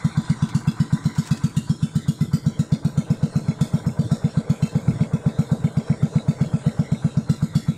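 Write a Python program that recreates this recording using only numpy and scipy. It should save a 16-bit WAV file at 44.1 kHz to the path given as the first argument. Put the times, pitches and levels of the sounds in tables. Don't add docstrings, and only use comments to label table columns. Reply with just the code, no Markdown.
import sys
import numpy as np
from scipy import signal
from scipy.fft import rfft, irfft, next_fast_len
from scipy.io import wavfile
from scipy.ndimage import map_coordinates

SR = 44100
rng = np.random.default_rng(int(sys.argv[2]) if len(sys.argv) > 2 else 0)


def to_wav(sig):
    pcm = np.clip(np.atleast_2d(sig), -1, 1) * 32767
    pcm = np.round(pcm).astype(np.int16)
    wavfile.write(sys.argv[1], SR, pcm.T)


N = 342657
TIME = np.arange(N) / SR
STROKE = np.arange(-SR // 20, SR // 4) / SR


def amp(db):
    return 10 ** (np.asarray(db) / 20)


def unit(x):
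    return x / np.sqrt(np.mean(x ** 2) + 1e-20)


def wobble(rate):
    return map_coordinates(rng.standard_normal(int(N * rate / SR) + 4), [TIME * rate])


def filtered(x, response):
    size = next_fast_len(N + SR // 2)
    return irfft(rfft(x, size) * response(np.fft.rfftfreq(size, 1 / SR)), size)[:N]


def coloured(x, spectrum):
    hz, db = np.transpose(spectrum)
    return unit(filtered(x, lambda f: amp(np.interp(np.log(f + 1), np.log(hz), db))))


def resonate(x, modes):
    return filtered(x, lambda f: sum(
        (-1) ** k * amp(db) * 1j * f * width / (hz * hz - f * f + 1j * f * width)
        for k, (hz, width, db) in enumerate(modes)))


def ring(force, modes, soft_hz):
    softened = filtered(force, lambda f: 1 / (1 + (f / soft_hz) ** 4))
    return force.std() * unit(resonate(softened, modes))


def grains(rate, spread_db):
    return unit(rng.standard_normal(N) * amp(spread_db * wobble(rate)))


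def burst(t, attack, t60):
    t = np.maximum(t, 0)
    return (1 - np.exp(-t / attack)) * amp(-60 * t / t60)


def add(track, s, sound):
    start = round(s * SR)
    part = sound[max(-start, 0):max(N - start, 0)]
    track[max(start, 0):][:len(part)] += part


def blows(times, levels_db):
    force = np.zeros(N)
    for s, db in zip(times, levels_db):
        add(force, s, amp([db]))
    return force


def strokes(times, levels_db, shape, alike, density=1500):
    chance = density / SR

    def touches():
        return rng.choice([-1, 1], len(STROKE)) * (rng.random(len(STROKE)) < chance) / np.sqrt(chance)

    pattern = touches()
    force = np.zeros(N)
    for s, db in zip(times, levels_db):
        contacts = np.sqrt(alike) * pattern + np.sqrt(1 - alike) * touches()
        add(force, s + STROKE[0], amp(db) * shape * contacts)
    return force


# f/Hz, swing/dB
COLOUR_SWING = [(800, -17.5), (2000, 14.5), (2800, 10), (5800, 9), (7000, 2.5), (10000, 6.5), (13000, 13)]

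def patches(hz, count, width_hz, peak=2.36):
    knots = rng.standard_normal((count, 400))
    grid = np.meshgrid(np.arange(count), hz / width_hz, indexing="ij")
    hills = map_coordinates(knots, grid, mode="mirror")
    gain = amp(peak * np.tanh(hills / peak) * np.interp(hz, *np.transpose(COLOUR_SWING)))
    return gain / np.sqrt(np.mean(gain ** 2, axis=1, keepdims=True))


# t/s, level/dB, half length/s
GUSTS = [(2.255, -31, 0.024), (3.445, -38, 0.036), (3.866, -32, 0.038), (4.062, -20.5, 0.011),
         (4.905, -26, 0.023), (4.94, -31, 0.029), (5.61, -31, 0.013), (6.476, -30.5, 0.023)]
# f/Hz, level/dB
WIND_COLOUR = [(20, 4), (45, -7), (70, -13.5), (120, 2), (170, 3), (230, -14), (300, -11), (500, -32),
               (1200, -62)]

def wind(breeze_db=-38.7):
    bumps = sum(amp(db) * np.exp(-.5 * ((TIME - s) / half) ** 2) for s, db, half in GUSTS)
    breeze = amp(breeze_db + 1.8 * wobble(7))
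    return (breeze + bumps) * coloured(rng.standard_normal(N), WIND_COLOUR)


# f/Hz, level/dB
HISS_COLOUR = [(700, -20), (1500, 2.5), (2150, 1), (2400, -6), (3050, -6), (3600, 3), (4200, 1.5),
               (4900, -11), (5500, -1.5), (6100, -8), (6900, 1.5), (8700, -1.5), (9600, -12.5), (10700, -9),
               (11600, -45)]

def watery_hiss():
    hiss = coloured(grains(rate=420, spread_db=0), HISS_COLOUR)
    hz, t, slices = signal.stft(hiss, SR, nperseg=512)
    colours = patches(hz, count=120, width_hz=322.3)
    grid = np.meshgrid(np.linspace(0, len(colours) - 1, len(t)), np.arange(len(hz)))
    drift = map_coordinates(np.log(colours), grid, order=1)
    warbled = signal.istft(slices * np.exp(0.92 * drift), nperseg=512)[1][:N]
    return amp(-3 + 0.32 * wobble(15)) * unit(warbled)


# t/s, level/dB, fade time/s
SPATTERS = [(0.489, -39, 0.096), (1.039, -41.5, 0.07), (1.149, -43.5, 0.35), (1.237, -37, 0.034),
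            (1.253, -41, .12), (1.263, -39, 0.044), (1.271, -35, 0.044), (1.284, -44, 0.061),
            (1.372, -35, 0.045)]
# f/Hz, level/dB
SPATTER_COLOUR = [(600, 1), (2000, 4), (4000, 0), (8000, 2.5), (11000, -15.5), (15500, -16)]

def ticks_and_spatters():
    level = sum(amp(db) * burst(TIME - s, 0.0016, t60) for s, db, t60 in SPATTERS)
    return level * coloured(grains(rate=860, spread_db=2), SPATTER_COLOUR)


# t/s, firing rate/Hz
ENGINE_SPEED = [(0.0, 7.708), (0.23, 8.03), (1.78, 7.694), (2.26, 8.012), (2.43, 7.689), (2.95, 7.895),
                (3.84, 7.861), (4.01, 8.069), (4.17, 7.827), (5.64, 7.887), (5.97, 7.666), (6.13, 7.906),
                (6.84, 7.831), (7.17, 8.053), (7.32, 7.771), (7.77, 7.694)]

def firing_times(first_s=0.0457):
    cycles = np.cumsum(np.interp(TIME, *np.transpose(ENGINE_SPEED))) / SR
    cycles -= np.interp(first_s, TIME, cycles)
    return np.interp(np.arange(int(cycles[-1]) + 1), cycles, TIME)


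# t/s, extra level/dB
HARD_FIRINGS = [(1.31, 3), (2.334, 4), (3.609, 6), (4.114, 6.5), (4.496, 3.5), (4.625, 4.5), (6.663, 2.5),
                (7.295, 6), (7.553, 9)]

def firing_levels(times, gear_db):
    extra_db = np.zeros(len(times))
    for s, db in HARD_FIRINGS:
        extra_db[np.argmin(abs(times - s))] = db
    facing_db = np.interp(times, TIME, gear_db - gear_db.mean())
    chance = rng.standard_normal((4, len(times)))
    thump_db = 0.5 + 0.13 * extra_db + 0.64 * chance[0]
    tap_db = -43.5 + 0.5 * facing_db + 2.5 * chance[1]
    knock_db = -43.5 + 0.17 * facing_db + 0.56 * extra_db + 1.5 * chance[2]
    jolt_db = extra_db + 0.97 * chance[3]
    return thump_db, tap_db, knock_db, jolt_db


def chug(times, depth_db=1, lag_cycles=0.077):
    cycles = np.interp(TIME, times, np.arange(len(times)))
    return amp(depth_db * np.cos(2 * np.pi * (cycles - lag_cycles)))


# f/Hz, width/Hz, level/dB
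RIB_TONES = [(277.5, 19, 1.5), (326, 34, -1.5), (407, 76, -5.5), (452, 70, -7.5)]
# f/Hz, width/Hz, level/dB
PLANK_TONES = [(390, 34, -5.5), (481.7, 44, 1), (541, 13, -0.5), (596.6, 49, -2.5), (689, 26, -4.5),
               (777, 76, -10), (894, 18, -10.5)]

def hull(times, levels_db, ribs_db, planks_gain):
    rib_shape = (amp(-43.5) * burst(STROKE + 0.0012, 0.0035, 0.57)
                 + amp(-49.5) * burst(STROKE - .026, 0.0028, 0.11))
    ribs = ring(strokes(times, ribs_db, rib_shape, alike=0.48), RIB_TONES, soft_hz=613)
    stir = amp(-2) * burst(STROKE + 0.0354, 0.0023, 0.44)
    bark = amp(2.5) * burst(STROKE + 0.0055, 0.00048, 0.11)
    rebound = amp(-5.5) * burst(STROKE - .029, 0.0031, 0.2)
    force = strokes(times, levels_db, stir + bark + rebound, alike=0.23, density=800)
    force += blows(times + 0.00096, levels_db + 25) + blows(times + .031, levels_db + 23)
    planks = ring(planks_gain * force, PLANK_TONES, soft_hz=1500)
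    tremble = planks_gain ** 2 / planks_gain.max() * chug(times) * grains(rate=110, spread_db=1.5)
    drone = ring(tremble, PLANK_TONES, soft_hz=1220)
    return ribs + amp(1) * planks + amp(-5) * drone


# f/Hz, width/Hz, level/dB
CLINK_TONES = [(2195, 59, 0), (2620, 54, -11)]

def loose_part(times, planks_gain, rebound_s=0.028):
    jolt_db, rebound_db = 13 + 5.5 * rng.standard_normal((len(times), 2)).T
    force = blows(times, jolt_db) + blows(times + rebound_s, rebound_db + 1)
    force += strokes(times, jolt_db, amp(-20) * burst(STROKE - rebound_s, 0.001, 0.07), alike=0.5)
    return ring(planks_gain ** 2 / planks_gain.max() * force, CLINK_TONES, soft_hz=4500)


# f/Hz, level/dB
METAL_COLOUR = [(900, -45), (1900, -2.5), (2400, -13.5), (2600, 0.5), (3000, -7.5), (3400, 2.5), (4400, 2),
                (5800, 0.5), (6170, -1.5), (6800, 7.5), (8700, 0), (9500, -6), (11300, -13.5), (12500, -17),
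                (15500, -31)]

def clatter(times, clacks_db, tails_db):
    t = np.arange(SR // 3) / SR
    clack = amp(2.5) * burst(t, 0.0045, 0.13)
    tail = amp(1.5) * burst(t, 0.0052, 0.43) + amp(-17) * burst(t - .028, 0.011, 0.44)
    rattle = coloured(grains(rate=700, spread_db=2.5), METAL_COLOUR)
    colours = patches(np.fft.rfftfreq(len(t), 1 / SR), len(times), width_hz=170)
    starts = np.linspace(0, N - len(t), len(times)).astype(int)
    track = np.zeros(N)
    for s, db, tail_db, colour, start in zip(times, clacks_db, tails_db, colours, starts):
        metal = irfft(rfft(rattle[start:start + len(t)]) * colour, len(t))
        add(track, s - .0035, (amp(db) * clack + amp(tail_db) * tail) * unit(metal))
    return track


# f/Hz, width/Hz, level/dB
COVER_TONES = [(725, 115, -5), (998.6, 44, 4.5), (1171, 53, 1.5), (1350, 440, -5.5), (1562, 78, 1.5),
               (1836, 48, -13.5), (2180, 340, -13.5)]

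def valve_gear(times, levels_db, gear_gain):
    chatter = strokes(times, levels_db, amp(1.5) * burst(STROKE + 0.022, 0.0022, 0.16), alike=0.094)
    taps = blows(times - .023, levels_db + 18.5)
    buzz = amp(-11.5) * gear_gain * chug(times) * grains(rate=100, spread_db=3)
    return ring(taps + chatter + buzz, COVER_TONES, soft_hz=3500)


# f/Hz, width/Hz, level/dB
BLOCK_TONES = [(972, 31, -25), (1335, 50, 5.5), (1600, 200, -6), (2070, 40, -10), (2230, 21, -8),
               (2490, 24, -14.5)]

def block(times, levels_db):
    ignition = amp(3.5) * burst(STROKE + 0.0098, 0.0035, 0.12)
    piston_tip = amp(-7) * burst(STROKE - .026, 0.0099, 0.23)
    chatter = strokes(times, levels_db, ignition + piston_tip, alike=0.63)
    return ring(chatter + blows(times, levels_db + 17), BLOCK_TONES, soft_hz=4420)


# f/Hz, width/Hz, level/dB
EXHAUST_TONES = [(99.3, 14.5, 25), (164.97, 76.1, 50), (144.6, 58.04, 49.0), (222.45, 22.23, 45),
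                 (213.8, 68.7, 45), (266.8, 21.8, 27.5)]

def exhaust(times, levels_db, soft_hz=621):
    puffs = filtered(blows(times, levels_db), lambda f: 1 / (1 + 1j * f / soft_hz) ** 2)
    return resonate(puffs, EXHAUST_TONES)


# t/s, planks level/dB, gear case level/dB, loose metal level/dB, hiss level/dB
REACH = [(0, -46.5, -32, -47, -44), (0.6, -53, -31.5, -40, -48), (1.35, -50, -36, -39, -47),
         (1.7, -51.5, -43.5, -39, -47), (2.3, -48.5, -48, -43, -50), (2.85, -43, -41, -43.5, -52.5),
         (3.55, -41, -40, -51, -49.5), (5, -39.5, -38.5, -55, -48), (6.9, -40.5, -40.5, -52.5, -47.5),
         (7.35, -45, -41.5, -52.5, -49.5), (7.77, -48, -47, -51, -52.5)]

def scene():
    s, *columns = np.transpose(REACH)
    planks_db, gear_db, metal_db, hiss_db = [np.interp(TIME, s, db) for db in columns]
    times = firing_times()
    thump_db, tap_db, knock_db, jolt_db = firing_levels(times, gear_db)
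    clack_db = np.interp(times, TIME, metal_db)
    near_db = clack_db - clack_db.mean()
    rattle_db = -48 + 0.25 * near_db
    ribs_db = thump_db + 0.3 * near_db
    engine = exhaust(times, thump_db) + block(times, knock_db) + valve_gear(times, tap_db, amp(gear_db))
    metal = clatter(times, clack_db + jolt_db, rattle_db + jolt_db) + loose_part(times, amp(planks_db))
    boat = hull(times, thump_db, ribs_db, amp(planks_db))
    return (engine + metal + boat + amp(hiss_db) * watery_hiss() + ticks_and_spatters() + wind())[None]


def record(dry, low_hz=56, top_hz=15700):
    bass = lambda f: .15 + .85 * f ** 8 / (f ** 8 + low_hz ** 8)
    return filtered(dry[0], lambda f: bass(f) * (f < top_hz))[None]


dry = scene()
out = record(dry)
to_wav(out)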